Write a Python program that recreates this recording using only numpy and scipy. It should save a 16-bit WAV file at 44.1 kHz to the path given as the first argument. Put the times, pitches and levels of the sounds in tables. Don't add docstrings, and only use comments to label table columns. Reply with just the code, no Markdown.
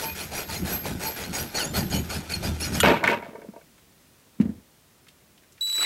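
import sys
import numpy as np
from scipy import signal
from scipy.fft import rfft, irfft, next_fast_len
from scipy.io import wavfile
from scipy.ndimage import uniform_filter1d, map_coordinates

SR = 44100
rng = np.random.default_rng(int(sys.argv[2]) if len(sys.argv) > 2 else 0)


def wrap_up_sound(samples):
    columns = np.atleast_2d(samples).T
    tamed = np.clip(columns, -1, 1)
    steps = np.round(tamed * 32767).astype(np.int16)
    wavfile.write(sys.argv[1], SR, steps)


N = 257984
T = np.arange(N) / SR
SNAP_S, REST_S = 2.802, 3.62
FULL_DB = -33
MODES_GROW = 0.6

# centre in Hz, width in Hz, level in dB.
BLADE = [(1454, 71, -3), (2426, 90, 0.5), (4338, 58, 1.5), (4780, 60, -2), (5120, 83, -3.5),
         (5780, 78, -1.5), (6670, 29, 4.5), (8060, 110, -7.5), (9360, 49, -8), (10870, 14, 6)]
# centre in Hz, width in Hz, level in dB.
TABLE = [(187.8, 76, 6), (450, 67, 5), (577, 24, 7.5), (670, 25, 5.5), (934, 28, 7), (1173, 24.7, -0.5),
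         (1505, 78, 0.5), (1835, 35, -2.5), (2030, 10.45, 1), (2230, 45, 3), (2522, 14, -1.5),
         (2700, 8, -3)]
# start in seconds, bite in seconds, rasp level in dB, its rise over the bite in dB,
# body against rasp in dB, level of the sharp mode at its peak in dB, drive of the bench shake at its peak in dB.
STROKES = [(-.01, 0.092, -35, -3.5, -2, -35, -38.5), (0.145, 0.1, -37.5, 1, -4.5, -45, -50),
           (0.311, 0.1, -35.5, 3.5, 1, -38, -42.5), (0.484, 0.098, -36.5, 1, -4, -42.5, -46),
           (0.647, .11, -34.5, 0.5, 0, -30, -38), (0.838, 0.088, -37.5, -1.5, 0, -49, -30.5),
           (0.992, 0.094, -35, 4, 0, -32.5, -41.5), (1.158, 0.15, -38.5, -7.5, -1.5, -51, -38.5),
           (1.325, 0.11, -34, -1, -2, -39, -34), (1.542, 0.12, -33.5, -4, 0, -64, -36.5),
           (1.733, 0.056, -32, 6, 0.5, -35.5, -27), (1.903, 0.057, -34.5, 6.5, -0.5, -40, -19),
           (2.095, 0.11, -36, -7.5, -1, -62, -47), (2.292, 0.081, -37, -2, -4, -49, -35),
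           (2.422, 0.062, -34.5, 1.5, 0.5, -56, -27.5), (2.601, 0.12, -36, -10, -4.5, -58, -28),
           (2.716, 0.083, -34.5, 3, -1.5, -48, -26.5)]
# start in seconds, hold in seconds, level in dB, fade in dB per second,
# treble against it in dB, extra fade of the treble in dB per second.
ROLLS = [(2.827, 0.075, -17, 148, -2.5, 46.5), (3.036, 0.1, -26.5, 266, 0.5, 64),
         (3.224, 0.034, -46, 62, -5, 51)]


def amp(db):
    return 10 ** (np.asarray(db) / 20)


def unit(x):
    return x / np.sqrt(np.mean(x ** 2) + 1e-20)


def shape(points):
    f, db = np.transpose(points)
    return lambda hz: amp(np.interp(np.log(hz + 1), np.log(f + 1), db))


def modes(rows):
    def response(f):
        return sum((-1) ** k * amp(db) * 1j * f * width / (hz * hz - f * f + 1j * f * width)
                   for k, (hz, width, db) in enumerate(rows))
    return response


def above(hz):
    return lambda f: (1j * f / (hz + 1j * f)) ** 2


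def filtered(x, response):
    m = next_fast_len(len(x) + SR // 2)
    return irfft(rfft(x, m) * response(np.fft.rfftfreq(m, 1 / SR)), m)[:len(x)]


def curves(rows):
    s, first, *rest = np.transpose(rows)
    return [np.interp(T, s, first, left=-120, right=-120)] + [np.interp(T, s, c) for c in rest]


def peaks(times, dbs, rise, fall):
    return np.max([db - np.maximum(rise * (s - T), fall * (T - s)) for s, db in zip(times, dbs)], axis=0)


def wobble(rate):
    return map_coordinates(rng.standard_normal(int(N * rate / SR) + 4), [T * rate])


def grit(rate, spread_db):
    hit = rng.random(N) < rate / SR
    return unit(hit * rng.standard_normal(N) * amp(spread_db * rng.standard_normal(N)))


def patchy(x, depth_db):
    z = signal.stft(x, nperseg=256)[2]
    field = uniform_filter1d(rng.standard_normal(z.shape), size=3, axis=0)
    field = uniform_filter1d(field, size=6, axis=1)
    return signal.istft(z * amp(depth_db * unit(field)), nperseg=256)[1][:N]


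def bursts(times, dbs, t60):
    out, t = np.zeros(N + SR), T[:SR // 8]
    for s, db in zip(times, dbs):
        out[round(s * SR):][:len(t)] += amp(db - 60 * t / t60) * rng.standard_normal(len(t))
    return out[:N]


def hush():
    # frequency in Hz, relative level per Hz in dB.
    colour = [(20, -32), (49, -6), (172, -4), (386, -9.5), (586, -13.5), (775, -16), (2240, -18.5),
              (15800, -23.5)]
    return amp(-58 + 0.41 * wobble(0.99)) * unit(filtered(rng.standard_normal(N), shape(colour)))


def room(x):
    t = T[:SR // 3]
    tail = amp(-60 * t / 0.16) * rng.standard_normal(len(t))
    wet = signal.fftconvolve(np.pad(x, (300, 0)), tail / np.linalg.norm(tail))[:N]
    return filtered(wet, lambda f: 1 / (1 + 1j * f / 3000))


def ticks(rows, t60):
    return sum(filtered(bursts([s], [db], t60), modes([(hz, 0.46 * hz, 0)])) for s, db, hz in rows)


def thuds():
    # time in seconds, level in dB.
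    pushes = [(4.386, -39.5), (4.4, -7), (4.428, -25), (4.454, -17), (4.491, -21), (4.514, -36),
              (4.55, -43), (4.58, -42)]
    # centre in Hz, width in Hz, level in dB.
    bench_modes = [(93, 11, -7.5), (194, 190, 21), (290, 25, 13)]
    puff_db, tap_db = -14, -21.5
    s, db = np.transpose(pushes)
    push = np.zeros(N)
    push[np.round(s * SR).astype(int)] = amp(db)
    soft = filtered(push, lambda f: modes(bench_modes)(f) ** 2 * modes([(225, 170, 0)])(f) ** 2)
    soft *= push.max() / np.abs(soft).max()
    puff = bursts(s, db + puff_db, t60=0.64)
    soft += filtered(puff, lambda f: modes([(330, 300, 0)])(f) ** 2 + modes([(80, 70, 6)])(f) ** 2)
    tap = bursts(s, db + tap_db, t60=0.088)
    return soft + filtered(tap, lambda f: modes([(1750, 600, 2), (850, 150, -4)])(f) / (1 + 1j * f / 4000))


def tool():
    # time in seconds, level in dB, then overtones 2, 3 and 4 against it in dB.
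    whine_levels = [(5.6095, -25.5, -8, -19, -21.5), (5.679, -28.5, -10.5, -16.5, -35),
                    (5.85, -24.5, -6.5, -17, -27.5)]
    # time in seconds, level in dB, treble against its low band in dB.
    wheel_levels = [(5.612, -73, 19.5), (5.68, -51, 8.5), (5.79, -37, 0), (5.85, -29, -1)]
    # frequency in Hz, relative level per Hz in dB.
    wheel_colour = [(150, 2), (400, 11.5), (1100, 7.5), (2500, 6.5), (6000, -11.5), (9000, -16),
                    (15000, -32)]
    # time in seconds, level before filtering in dB, centre in Hz.
    cogs = [(5.608, -36, 6700), (5.625, -33, 2440), (5.672, -31.5, 2340), (5.699, -29, 2520),
            (5.7262, -28.5, 4500), (5.753, -29, 2200), (5.765, -28, 6500), (5.782, -33, 1200),
            (5.81, -32, 1200), (5.828, -21, 1800)]

    db, *overtones = curves(whine_levels)
    phase = 2 * np.pi * 3936 * T
    whine = np.sin(phase)
    for k, overtone_db in enumerate(overtones, start=2):
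        whine = whine + amp(overtone_db + 2.0 * wobble(90)) * np.cos(k * phase)
    gap = 1 - 0.8 * np.exp(-((T - 5.7245) / 0.0018) ** 4)
    gap *= np.clip((T - whine_levels[0][0]) / .002, 0, 1)

    def band(cut):
        bristles = patchy(grit(5000, spread_db=-3.5), depth_db=4.0)
        return unit(filtered(bristles, lambda f: shape(wheel_colour)(f) * cut(f)))

    wheel_db, treble_db = curves(wheel_levels)
    growl = band(lambda f: 1 / (1 + (f / 900) ** 4))
    low = band(lambda f: 1 / (1 + (f / 3800) ** 6) / (1 + (1000 / (f + 1)) ** 4))
    high = band(lambda f: 1 / (1 + (3800 / (f + 1)) ** 6))
    growl_db = -9.5 - (treble_db - wheel_levels[-1][2])
    mix = low + amp(treble_db) * high + amp(growl_db) * growl
    jerk_db = np.maximum(peaks([row[0] for row in cogs], np.zeros(len(cogs)), 2500, 400), -5)
    hiss = amp(wheel_db + jerk_db + 1.3 * wobble(110)) * mix
    jerks = ticks(cogs, t60=.028)
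    return np.sqrt(2) * amp(db + wobble(120) * 0.44) * gap * whine + hiss + jerks


def shake():
    # frequency in Hz, relative level per Hz in dB.
    colour = [(20, -11.5), (75, 6.5), (123, 5.5), (193, 9.5), (236, 3), (400, -3.5), (520, -53),
              (880, -120)]
    return unit(amp(2.5 * wobble(28)) * filtered(rng.standard_normal(N), shape(colour)))


def snap():
    # centre in Hz, width in Hz, level in dB.
    stem = [(1440, 120, 5.5), (2875, 50, 6), (3370, 230, -1.5), (4800, 100, -6), (6500, 35, -10),
            (7000, 53, -0.5), (7240, 116, -7), (9400, 380, -4), (13000, 69, -1)]
    crackle = bursts([2.802, 2.806, 2.811], [-11, -15, -24], t60=.03)
    return filtered(crackle, lambda f: above(950)(f) * (.5 / (1 + (f / 14000) ** 8) + 3.9 * modes(stem)(f)))


def rolling():
    attack_s = 0.0069
    low, high = np.zeros(N), np.zeros(N)
    for s, hold, db, fade, treble, dull in ROLLS:
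        gain = amp(db - fade * np.clip(T - s - hold, 0, 1))
        gain *= np.clip((T - s) / attack_s, 0, 1) * (T < REST_S)
        low += gain
        high += gain * amp(treble - dull * np.clip(T - s, 0, 1))
    return low, high


def knock(s, db, hz):
    damping_db = 340
    out, t = np.zeros(N), T[:SR // 4]
    blow = 0.49 * amp(-60 * t / 0.02) * np.tanh(t / 0.0014) * rng.standard_normal(len(t))
    blow[SR // 800] += 3
    near = lambda f: 0.12 + modes([(hz, .9 * hz, 0)])(f) ** 2
    rung = filtered(blow, lambda f: modes(TABLE)(f) * near(f) / (1 + 1j * f / 1500))
    out[round(s * SR):][:len(t)] = amp(db - damping_db * t) * rung
    return out


def tumble():
    # frequency in Hz, relative level per Hz in dB.
    wood_colour = [(35, -45), (60, 6), (408, 15.5), (798, 11.5), (2590, 14), (12800, -49), (15000, -62)]
    # time in seconds, level before the modes in dB, click against it in dB,
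    # centre of the knock in Hz.
    bounces = [(2.831, 17, -39, 410), (2.881, 9.5, -14, 593), (2.899, 15.5, -30, 640),
               (2.939, 11.5, -29, 926), (3.029, 10.5, -29, 935), (3.039, 20, -13, 1880),
               (3.075, 20.5, -11, 2160), (3.097, 14.5, -13.5, 1900), (3.116, 12, -10, 940),
               (3.131, 10, -17.5, 1000), (3.224, 1.5, -16.5, 920), (3.247, -8, -12.5, 546),
               (3.26, -10, -25.5, 603), (3.287, -3.5, -42, 193), (3.329, -6, -29, 550),
               (3.347, -6, -25, 435), (3.354, -5, -18.5, 930), (3.385, -12, -40, 370),
               (3.416, -4, -16.5, 890), (3.443, -7.5, -44, 540), (3.485, -3, -38, 196.6),
               (3.534, -10, -24, 700), (3.56, -6.5, -21.5, 674), (3.612, -24.5, -6, 597)]
    rock_db, rock_fade_db = -9, 14
    boom_db, boom_fade_db = -14, 29
    wood = lambda f: shape(wood_colour)(f) + 3.1 * np.abs(modes(TABLE)(f))
    low, high = amp(0.63 * wobble(45)) * np.array(rolling())

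    contacts = patchy(grit(2452, spread_db=1.0), depth_db=2.5)
    roll = low * unit(filtered(contacts, lambda f: wood(f) / (1 + (f / 1700) ** 4)))
    contacts = patchy(grit(4800, spread_db=-3.5), depth_db=2.0)
    edge = lambda f: wood(f) + 0.5 * np.abs(modes([(3500, 1500, 0)])(f))
    scrape = high * unit(filtered(contacts, lambda f: edge(f) * above(1800)(f)))

    knocks = sum(knock(s, db, hz) for s, db, _, hz in bounces)
    start = ROLLS[-1][0]
    for when, size, pitch in rng.random((10, 3)):
        late = when * (REST_S - start)
        knocks += knock(start + late, rock_db - rock_fade_db * late - 8 * size, 200 * 3.2 ** pitch)
    s, db, click_db, _ = np.transpose(bounces)
    clacks = bursts(s, db + click_db, t60=0.02)
    clicks = filtered(clacks, lambda f: above(1500)(f) * (0.034 / (1 + 1j * f / 4000) ** 2 + modes(TABLE)(f)))
    boom = amp(boom_db - boom_fade_db * (T - SNAP_S)) * low * shake()
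    return roll + scrape + knocks + clicks + boom


def glides():
    # start in seconds, length in seconds, first and last tooth rate in Hz, level before flutter in dB.
    catches = [(0.552, 0.0253, 1820, 2130, -35.5), (1.236, 0.0215, 1850, 2130, -30.5),
               (1.586, 0.0574, 1660, 1394, -30.5), (1.913, 0.053, 2080, 2940, -35.5),
               (2.138, 0.04, 2330, 2720, -37.5), (2.302, 0.047, 1107, 1510, -41),
               (2.312, 0.026, 2363, 2205, -32.5), (2.423, 0.045, 2080, 2590, -38),
               (2.439, 0.05, 1430, 1743, -40.5), (2.608, 0.04, 2490, 2920, -32),
               (2.739, 0.026, 2150, 2460, -38), (1.632, 0.1, 3350, 3610, -43),
               (2.103, 0.035, 2083, 2270, -46), (1.571, 0.029, 1810, 2050, -32.5),
               (1.736, 0.027, 2040, 2215, -41), (2.292, 0.017, 2010, 2180, -39),
               (1.919, 0.022, 1675, 1510, -36.5)]
    out, rough, broken = np.zeros(N), wobble(200), wobble(150)
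    for s, length, first_hz, last_hz, db in catches:
        i = slice(round(s * SR), round((s + length) * SR))
        u = (T[i] - s) / length
        hz = first_hz + (last_hz - first_hz) * np.sin(np.pi / 2 * u)
        phase = 2 * np.pi * np.cumsum(hz * (1 + 0.018 * rough[i])) / SR
        tone = .5 * np.sin(phase) + np.sin(2 * phase) + .2 * np.sin(3 * phase) + .1 * np.sin(4 * phase)
        out[i] += amp(db + 3.5 * broken[i]) * np.sin(np.pi * u) * tone
    return out


def squeals():
    # peak time in seconds, pitch in Hz, peak before flutter in dB, rise in seconds.
    flares = [(0.031, 5800, -34, 0.011), (0.044, 898, -34, 0.037), (0.097, 2460, -34, 0.021),
              (0.387, 5740, -36, 0.0098), (0.724, 5850, -40, .02), (1.067, 880, -31, .022),
              (1.071, 4360, -32.5, 0.012), (1.081, 10800, -41, 0.01), (1.4, 5800, -35.5, 0.013),
              (1.567, 4390, -29, 0.027), (1.578, 5840, -33.5, .022), (1.606, 5050, -27.5, 0.0058),
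              (1.621, 4440, -29.5, .015), (1.645, 6650, -29.5, 0.011), (1.766, 4314, -34.5, .028),
              (1.937, 4330, -33.5, .025), (1.955, 3020, -36.5, .03), (1.971, 6680, -34, .022),
              (1.915, 6700, -37, 0.015), (0.498, 899, -36, .015), (2.49, 3540, -43, 0.018),
              (2.372, 4270, -40, .016), (2.608, 6780, -38, 0.0052), (2.64, 4340, -32, 0.015),
              (2.75, 6620, -34.5, 0.012), (2.335, 2500, -38, 0.013), (2.346, 9240, -35.5, 0.0074),
              (2.119, 4380, -34.5, .013), (2.342, 4320, -25, 0.01), (2.645, 5820, -38.5, .022),
              (2.649, 5120, -32.5, 0.014), (2.743, 5240, -36, .013)]
    faint_db, spread_db, faint_rise_s = -8, 3, .008
    faint = []
    for s, bite, db, *_ in STROKES[1:]:
        for at, mode, size, life in rng.random((3, 4)):
            hz, _, mode_db = BLADE[int(mode * len(BLADE))]
            level = db + mode_db + faint_db - spread_db * 2 * size
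            faint.append((s + at * bite, hz, level, faint_rise_s * (.5 + life)))
    rows = flares + faint

    out, t = np.zeros(N + SR), T[:SR // 4]
    for (s, hz, db, rise), (bend, turn) in zip(rows, rng.standard_normal((len(rows), 2))):
        u = t / rise
        swell = u ** 2 * np.exp(2 * (1 - u))
        pitch = hz * (1 + 0.007 * bend * np.tanh(u - 1))
        start = max(round((s - rise) * SR), 0)
        out[start:][:len(t)] += amp(db) * swell * np.sin(2 * np.pi * (np.cumsum(pitch) / SR + turn))
    return out[:N] * amp(3.0 * wobble(350))


def chirps(rate):
    out, t = np.zeros(N + SR), T[:SR // 16]
    for when, pitch, bend, life, size in rng.random((int(rate * SNAP_S), 5)):
        hz = 1200 * 9 ** pitch * (1 + 1.856 * (bend - .4) * t)
        u = t / (0.0094 + 0.031 * life)
        ring = u * np.exp(1 - u) * np.sin(2 * np.pi * np.cumsum(hz) / SR)
        out[int(when * SNAP_S * SR):][:len(t)] += amp(4.6 * size - 8 * pitch) * ring
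    return out[:N] / np.std(out[:int(SNAP_S * SR)])


def squeak():
    # start of the stroke in seconds, pitch in Hz.
    pitches = [(1.33, 15600), (1.54, 15300), (1.9, 14500), (2.3, 13900), (2.72, 13750)]
    width_hz = 160
    starts = np.array([row[0] - .02 for row in STROKES])
    hz = np.interp(starts, *np.transpose(pitches))[np.searchsorted(starts, T) - 1]
    phase = 2 * np.pi * np.cumsum(hz) / SR
    return unit(wobble(width_hz * 2) * np.sin(phase) + wobble(width_hz * 2) * np.cos(phase))


def strokes(drag_db, fade_db):
    arch_db = 4
    rasp_db, body_db = np.full(N, float(drag_db)), np.zeros(N)
    for s, bite, db, rise, body, *_ in STROKES:
        first, last = db - arch_db - rise / 2, db - arch_db + rise / 2
        times = s + np.array([-.014, .007, bite / 2, bite, bite + 1])
        rasp_db = np.maximum(rasp_db, np.interp(T, times, [first - 19, first, db, last, last - fade_db]))
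        body_db[T > s - .02] = body
    return np.where(T < SNAP_S, rasp_db, -120), uniform_filter1d(body_db, size=800)


def rasping(rasp_db):
    # frequency in Hz, relative level per Hz in dB.
    colour = [(530, -44.5), (900, -7.5), (1470, 4), (3790, -0.5), (4380, -2), (10000, -4.5), (12900, -3),
              (15800, -35.5)]
    treble_grows = 0.3
    drive = patchy(grit(6000, spread_db=1.5), depth_db=2.0)
    firm = rasp_db - FULL_DB
    low = lambda f: 1 / (1 + (f / 7000) ** 4)
    plain = filtered(drive, lambda f: shape(colour)(f) * low(f))
    plain += amp(treble_grows * firm) * filtered(drive, lambda f: shape(colour)(f) * (1 - low(f)))
    come_and_go = [amp(5 * wobble(22)) for _ in BLADE]
    rings = sum(gain * filtered(drive, modes([row])) for gain, row in zip(come_and_go, BLADE))
    return unit(plain + amp(5.0 + MODES_GROW * firm) * rings)


def saw():
    # frequency in Hz, relative level per Hz in dB.
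    body_colour = [(150, -13), (250, -9.5), (426, -5.5), (517, -6.5), (881, -7.5), (1140, -21.5),
                   (1500, -15), (1950, -53), (3300, -120)]
    # time in seconds, level in dB.
    struck = [(2.81, -42), (3.08, -57)]
    # time in seconds, shake drive in dB.
    jolts = [(.635, -29), (.858, -34), (.975, -43), (1.86, -30), (2.169, -33.5)]
    # centre in Hz, width in Hz, level in dB.
    leg = [(78, 5.75, 7)]
    ring_hz, free_hz = 12530, 13050
    ring_fall = 125

    rasp_db, body_db = strokes(drag_db=-46.5, fade_db=172.0)
    rasp = rasping(rasp_db)
    body = unit(amp(1.2 * wobble(60)) * filtered(rng.standard_normal(N), shape(body_colour)))
    ring_phase = 2 * np.pi * np.cumsum(ring_hz + 7 * wobble(70)) / SR
    ring = np.sqrt(2) * amp(2.2 * wobble(70)) * np.sin(ring_phase)
    squeak_db = -16.5 + MODES_GROW * (rasp_db - FULL_DB)
    layers = amp(0.4 * wobble(90.57)) * rasp + amp(body_db) * body + amp(squeak_db) * squeak()
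    cut = amp(rasp_db) * layers + amp(rasp_db - 8) * chirps(rate=160)

    s, bite, *_, ring_db, shake_db = np.transpose(STROKES)
    hit_s, hit_db = np.transpose(struck)
    jolt_s, jolt_db = np.transpose(jolts)
    ring_db = peaks(np.r_[s + 0.79 * bite, hit_s], np.r_[ring_db, hit_db], 310, ring_fall)
    shake_db = peaks(np.r_[s + bite, jolt_s], np.r_[shake_db, jolt_db], 158, 220)
    free_db = peaks(hit_s, hit_db + 5, 2000, ring_fall)
    cut += amp(free_db + 1.6 * wobble(70)) * np.sin(2 * np.pi * free_hz * T)
    steady = amp(-49) * (T < SNAP_S)
    bench = (amp(shake_db) + steady) * shake()
    return cut + amp(ring_db) * ring + bench + filtered(bench, modes(leg))


def scene():
    # time in seconds, level before filtering in dB, centre in Hz.
    small_ticks = [(0.855, -5, 427), (1.9, -31, 6000), (3.7795, -40.5, 1830), (4.411, -28, 2170),
                   (5.0674, -40.5, 1740), (5.084, -37, 3100), (5.3769, -44.5, 2900), (5.434, -45, 2030),
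                   (5.5223, -46.5, 6970), (5.579, -38, 1880)]
    hits = snap() + tumble() + thuds() + ticks(small_ticks, t60=0.069)
    echo = amp(-13) * room(hits)
    return (saw() + squeals() + glides() + hits + echo + tool() + hush())[None]


def record(dry):
    soft = dry[0] / (1 + np.abs(dry[0] / .55) ** 10) ** (1 / 10)
    return filtered(soft, lambda hz: hz < 15830)[None]


dry = scene()
out = record(dry)
wrap_up_sound(out)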